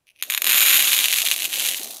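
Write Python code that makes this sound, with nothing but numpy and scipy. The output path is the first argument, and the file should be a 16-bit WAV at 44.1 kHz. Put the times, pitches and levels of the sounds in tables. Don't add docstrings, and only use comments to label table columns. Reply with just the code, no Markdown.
import sys
import numpy as np
from scipy import signal
from scipy.fft import rfft, irfft
from scipy.io import wavfile
from scipy.ndimage import uniform_filter1d, minimum_filter1d, map_coordinates

SR = 44100
rng = np.random.default_rng(int(sys.argv[2]) if len(sys.argv) > 2 else 0)


def materialize(psi):
    bounded = np.clip(np.atleast_2d(psi).T, -1, 1)
    quanta = np.round(bounded * 32767).astype(np.int16)
    wavfile.write(sys.argv[1], SR, quanta)


N = 88200

# (s, level dB, treble against body dB)
IMPACTS = [(0.2251, -13, 1), (0.2358, -21, 2), (0.3004, -13, -4), (0.3068, -16, 0), (0.3222, -15, -4),
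           (0.3314, -22, -1), (0.3385, -16, -3), (0.3481, -11, -5), (0.3767, -10, -6), (0.4199, -10, 0),
           (0.444, -11, -4), (0.4545, -15, -4), (0.4674, -7, -2), (0.4731, -10, 0), (0.4821, -13, -3),
           (0.4938, -11, -2), (0.4979, -10, 3), (0.504, -12, -6), (0.5125, -10, -2), (0.5202, -9, 0),
           (0.5307, -10, -2), (0.5449, -10, -2), (0.5523, -12, -5), (0.5619, -11, 2), (0.5763, -8, 2),
           (0.5816, -8, -2), (0.6065, -7, 1), (0.6187, -12, -5), (0.6307, -9, 4), (0.6631, -11, -1),
           (0.6706, -11, -3), (0.6761, -10, -4), (0.6836, -9, -5), (0.6989, -9, 1), (0.7054, -11, 1),
           (0.7127, -10, -1), (0.7285, -12, -4), (0.7332, -9, -6), (0.743, -7, -3), (0.7569, -9, 2),
           (0.7662, -8, 4), (0.7727, -9, 1), (0.7952, -10, 2), (0.8036, -10, -4), (0.8245, -11, 4),
           (0.8745, -12, -4), (0.8805, -14, -2), (0.9193, -13, 2), (0.9321, -8, -8), (0.9395, -12, -5),
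           (0.9476, -11, -3), (0.9655, -13, -4), (0.9791, -12, -1), (0.9896, -8, -5), (1.0021, -13, -5),
           (1.0082, -13, -1), (1.0352, -14, -2), (1.0425, -10, -8), (1.0483, -12, -5), (1.057, -10, -5),
           (1.0838, -11, -5), (1.1037, -18, -13), (1.1086, -15, -3), (1.1159, -14, -1), (1.1275, -9, -8),
           (1.1359, -10, -7), (1.1413, -13, -4), (1.1609, -13, -5), (1.1771, -14, 0), (1.1859, -10, -4),
           (1.2046, -15, -6), (1.2186, -11, -3), (1.2231, -16, -3), (1.228, -17, -5), (1.2526, -19, 0),
           (1.2576, -20, -4), (1.2636, -13, -8), (1.2723, -12, -5), (1.2861, -12, -6), (1.3029, -19, -5),
           (1.3139, -7, -7), (1.3202, -14, -6), (1.3272, -19, -4), (1.3419, -19, -9), (1.3627, -16, 0),
           (1.3794, -21, 2), (1.3897, -22, -10), (1.3978, -21, 1), (1.4027, -19, -5), (1.4072, -20, -1),
           (1.4214, -15, -5), (1.431, -19, -3), (1.4435, -18, -4), (1.4507, -18, -5), (1.4547, -17, -1),
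           (1.4595, -17, -2), (1.5295, -17, -4), (1.5368, -17, -5), (1.541, -17, -2), (1.5577, -18, -3),
           (1.5708, -21, -7), (1.5855, -19, -5), (1.5972, -15, -3), (1.6034, -17, -5), (1.6114, -20, -3),
           (1.6207, -19, -5), (1.6247, -18, 0), (1.6611, -16, 3), (1.6661, -15, 4), (1.6743, -17, 1),
           (1.688, -14, -2), (1.6922, -17, -4), (1.7135, -18, -1), (1.7232, -21, 1), (1.736, -21, -4),
           (1.7457, -18, -10)]
# (s, level dB)
TICKS = [(.0699, -49), (.0813, -48), (.09, -44), (.1046, -47), (.115, -54), (.1616, -49), (.1687, -56), (.1765, -54), (.1901, -46), (.194, -47), (.1997, -41), (.209, -46), (.2127, -43)]
# (s, level dB)
CRINKLES = [(1.778, -25), (1.8332, -22), (1.845, -23), (1.908, -28), (1.969, -28)]
# (s, level dB)
STREAM = [(.205, -73), (.228, -40), (.29, -54), (.303, -30), (.385, -38), (.41, -80), (.45, -28.5), (.57, -14), (.62, -14), (.655, -18.5),
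          (.69, -16.5), (.8, -16.5), (.85, -19), (.97, -19), (1.07, -27), (1.19, -19.5), (1.243, -41), (1.253, -23), (1.3, -33.5), (1.34, -21.5), (1.356, -46),
          (1.39, -37), (1.455, -27), (1.468, -38), (1.523, -32), (1.53, -29.5), (1.69, -23.5), (1.725, -31.5), (1.85, -37), (2, -54.5)]
# (s, level dB)
RUSTLE = [(0, -110), (.21, -92), (.24, -49), (.45, -39), (.9, -30.5), (1.44, -31.5), (1.51, -38.5), (1.58, -29), (1.69, -34), (1.78, -33), (1.82, -40), (1.87, -37.5), (1.91, -35), (1.96, -39), (2, -43)]
# (s, level dB)
FLEX = [(0, -91), (.15, -82), (.23, -69), (.285, -52), (.35, -71), (.4, -54), (.46, -45), (.62, -44.5), (.9, -49), (.98, -51), (1.05, -54), (1.5, -53.5), (1.58, -50), (1.72, -48), (1.8, -58), (1.86, -46), (1.92, -51.5), (2, -63)]
# (s, level dB)
BUMPS = [(.475, -57.5), (.58, -61), (0.612, -53), (.745, -57), (.875, -76)]
# (Hz, dB)
BOX = [(100, -33), (300, -37), (600, -28), (1000, -12.5), (1500, -5.5), (2000, -4.5), (2550, 1.5), (3100, -1.5), (3900, -0.5), (4600, -10), (5300, -11), (6000, -12.5),
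       (6850, 0.5), (7600, -11), (8300, -12.5), (9200, -3.5), (10400, -9), (12000, 0.5), (13300, -3), (15300, -15.5)]
# (Hz, dB)
FILM = [(200, -55.5), (700, -9), (1150, -10), (1600, -16), (2300, -23), (3000, -13), (3900, 2), (5200, -6), (6300, -0.5), (7500, -4.5), (9000, -2.5), (10900, 0), (12300, -8), (13500, 1), (15300, -8.5)]
# (Hz, dB)
TAUT = [(300, -34), (1400, -26), (2100, -8), (2550, 3.5), (3200, -7), (5000, -17), (6200, -10), (7300, -36), (9900, -10), (12600, -19), (15000, -25)]
# (Hz, dB)
FLEX_COLOUR = [(30, -61), (100, -22), (180, 4.5), (260, 10), (450, 8.5), (700, 12), (1100, -15), (3000, -50)]
BUMP_COLOUR = [(15, -10), (35, -6), (90, 3), (160, -14), (500, -50)]
AIR = [(20, -14), (140, -7), (400, -18), (800, -18.5), (2000, -24), (15000, -29)]
AIR_DB = -76
IMPACT_DB = -1.4
FULL_DB, FULL_PER_S, CROWDING = -15.5, 2800, .4
SCATTER_DB, SCATTER_S = -15, 0.0036
ROOM_T60_S, ROOM_DB = 0.39, -17
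CLICK_SIZE = 1024
TOP_HZ = 15650
VARY_DB, GRAIN_HZ = 3.5, 700
# (Hz, dB)
HEAP = [(100, -20), (300, -44), (700, -22.5), (1100, -18.5), (1600, -12), (2100, -5.5), (2700, 0), (3900, -1.5), (4700, -8.5), (5400, -10.5), (6700, -3.5), (7900, -8), (9500, -8), (11700, -3.5), (13300, -8.5), (15300, -15)]
FILL_S = (0.66, 1.13)
# (Hz, dB, t60 s)
HOLLOW = [(247, -12, 0.074), (311, -6, .05), (660, -1, 0.032), (770, 0, 0.056)]
HOLLOW_DB, HOLLOW_FOLLOWS, HOLLOW_FROM_S = -53, 0.23, .4
RUSTLE_PER_S = 1700
# (s, level dB)
CREAK = [(0, -90), (.06, -87), (.075, -58), (.11, -63), (.125, -71), (.152, -71), (.17, -65), (.215, -45), (.24, -78), (.3, -110)]
LOW_CUT_HZ = 290
CLUMP_DB, CLUMP_PER_S = 1.5, 70
HARD_DULLS = 1
CREAK_PER_S = 320
# (s, length s, start Hz, end Hz, level dB)
RUBS = [(1.232, 0.02, 620, 725, -36), (1.472, 0.0156, 480, 277, -45), (1.562, 0.033, 470, 596, -44), (1.609, 0.026, 740, 603, -41), (1.791, 0.0297, 208, 460, -40.5)]


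def amp(db):
    return 10 ** (np.asarray(db) / 20)


def unit(x):
    return x / np.sqrt(np.mean(x ** 2) + 1e-20)


def along(points, hz):
    f, v = np.transpose(points)
    return np.interp(np.log(hz + 1), np.log(f), v)


def at(rows, s):
    return np.interp(s, *np.transpose(rows))


def noise(colour):
    return unit(irfft(rfft(rng.standard_normal(N)) * amp(along(colour, np.fft.rfftfreq(N, 1 / SR))), N))


def clicks(colour, treble_db, vary_db, grain_hz):
    hz = np.fft.rfftfreq(CLICK_SIZE, 1 / SR)
    knots = rng.standard_normal((len(treble_db), CLICK_SIZE // 8))
    place = np.clip(hz / grain_hz, 0, knots.shape[1] - 2)
    k, u = place.astype(int), place % 1
    own = (knots[:, k] * (1 - u) + knots[:, k + 1] * u) * along([(2000, .5), (9000, 1)], hz)
    tilt = np.outer(treble_db, along([(3500, 0), (10000, 1)], hz))
    low_cut = (hz ** 2 + 1) / (hz ** 2 + LOW_CUT_HZ ** 2)
    cep = irfft(np.log(amp(along(colour, hz) + vary_db * own + tilt) * np.maximum(low_cut, .03)))
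    cep[:, 1:CLICK_SIZE // 2] *= 2
    cep[:, CLICK_SIZE // 2 + 1:] = 0
    h = irfft(np.exp(rfft(cep)))
    return h / np.linalg.norm(h, axis=1, keepdims=True)


def place(times, gains, shapes):
    index = (np.asarray(times) * SR).astype(int)[:, None] + np.arange(shapes.shape[1])
    return np.bincount(index.ravel(), (gains[:, None] * shapes).ravel(), N)[:N]


def strength(db):
    return amp(db) * np.sqrt(SR / 1000)


def shower(level, per_s, colour, spread_db, treble_db, count=400):
    size_db = spread_db * np.minimum(rng.standard_normal(count), 1.7)
    treble = treble_db * rng.standard_normal(count) - HARD_DULLS * (size_db - spread_db)
    bank = unit(amp(size_db))[:, None] * clicks(colour, treble, VARY_DB, GRAIN_HZ)
    chance, pick, sign = rng.random(N), rng.integers(count, size=N), rng.choice([-1, 1], N)
    i = np.flatnonzero(chance < per_s / SR)
    clumps = map_coordinates(rng.standard_normal(1024), [i / SR * CLUMP_PER_S], mode="wrap")
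    gains = sign[i] * amp(at(level, i / SR) + CLUMP_DB * clumps) * np.sqrt(SR / per_s[i])
    return place(i / SR, gains, bank[pick[i]])


def impacts(count=5, chatter_db=-8.0, chatter_s=0.0018, chatter_treble_db=9, scatter_treble_db=5, hit_treble_db=-6.5):
    s, db, treble = np.transpose(IMPACTS)
    out = strikes(s, db + IMPACT_DB, treble + hit_treble_db)
    for k in range(count):
        chatter = .0002 + chatter_s * (k + rng.random(len(s))) / count
        out = out + (-1) ** k * strikes(s + chatter, db + chatter_db - k, treble + chatter_treble_db)
        delay = .002 + rng.exponential(SCATTER_S, len(s))
        out = out + strikes(s + delay, db + SCATTER_DB + 2 * rng.standard_normal(len(s)), treble + scatter_treble_db)
    return out


def stream():
    t = np.arange(N) / SR
    per_s = FULL_PER_S * amp(at(STREAM, t) - FULL_DB) ** CROWDING * (t > IMPACTS[0][0])
    bare = shower(STREAM, per_s, BOX, spread_db=4, treble_db=0)
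    heap = shower(STREAM, per_s, HEAP, spread_db=5.5, treble_db=3.5)
    return np.sqrt(1 - covered(t)) * bare + np.sqrt(covered(t)) * heap


def bag():
    creak = shower(CREAK, np.full(N, CREAK_PER_S), TAUT, spread_db=3, treble_db=3)
    rustle = shower(RUSTLE, np.full(N, RUSTLE_PER_S), FILM, spread_db=5.5, treble_db=3)
    ticks = snaps(TICKS, TAUT, settle_db=-20, settle_s=.002)
    return creak + rustle + ticks + snaps(CRINKLES, FILM, settle_db=-9, settle_s=0.0019)


def handling(bump_s=0.012):
    t = np.arange(N) / SR
    bumps = sum(amp(db) * np.exp(-((t - s) / bump_s) ** 2) for s, db in BUMPS)
    return amp(at(FLEX, t)) * noise(FLEX_COLOUR) + bumps * noise(BUMP_COLOUR)


def room(x):
    t = np.arange(SR // 4) / SR
    tail = rng.standard_normal(len(t)) * amp(-60 * t / ROOM_T60_S) * (1 - np.exp(-t / 0.00067))
    return signal.fftconvolve(x, tail / np.linalg.norm(tail))[:N]


def covered(s):
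    return np.clip((s - FILL_S[0]) / (FILL_S[1] - FILL_S[0]), 0, 1)


def strikes(s, db, treble_db):
    bare, heap = (clicks(colour, treble_db, VARY_DB, GRAIN_HZ) for colour in (BOX, HEAP))
    share = covered(s)[:, None]
    return place(s, strength(db), (1 - share) * bare + share * heap)


def hollow():
    t = np.arange(SR // 8) / SR
    ring = sum(amp(db - 60 * t / t60) * np.cos(2 * np.pi * hz * t) for hz, db, t60 in HOLLOW)
    taps = rng.standard_normal(N) * (rng.random(N) < 400 / SR)
    s = np.arange(N) / SR
    taps = taps * np.clip((s - HOLLOW_FROM_S) / .05, 0, 1) * amp(HOLLOW_FOLLOWS * (at(STREAM, s) - FULL_DB))
    return amp(HOLLOW_DB) * unit(signal.fftconvolve(taps, ring)[:N])


def snaps(rows, colour, settle_db, settle_s, count=4):
    s, db = np.transpose(rows)
    snap = lambda: clicks(colour, np.zeros(len(s)), VARY_DB / 2, GRAIN_HZ)
    after = sum(place(s + rng.exponential(settle_s, len(s)), strength(db + settle_db), snap()) for _ in range(count))
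    return place(s, strength(db), snap()) + after


def rubs(rough_db=3, overtone_db=-9):
    out = np.zeros(N)
    for s, length, start_hz, end_hz, db in RUBS:
        u = np.clip((np.arange(N) / SR - s) / length, 0, 1)
        grip, slip = (np.interp(u, np.linspace(0, 1, num=9), rng.standard_normal(9)) for _ in range(2))
        phase = 2 * np.pi * np.cumsum(start_hz * (end_hz / start_hz) ** u) / SR + .5 * slip
        out += amp(db + rough_db * grip) * np.sin(np.pi * u) * (np.sin(phase) + amp(overtone_db) * np.sin(2 * phase))
    return out


def scene():
    direct = impacts() + stream() + hollow() + bag() + rubs() + handling()
    return (direct + amp(ROOM_DB) * room(direct) + amp(AIR_DB) * noise(AIR))[None]


def record(dry, size=45):
    gain = uniform_filter1d(minimum_filter1d(1 / np.maximum(np.abs(dry), 1), size), size)
    hz = np.fft.rfftfreq(2 * N, 1 / SR)
    return irfft(rfft(dry * gain, 2 * N) / (1 + (hz / TOP_HZ) ** 160))[:, :N]


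dry = scene()
out = record(dry)
materialize(out)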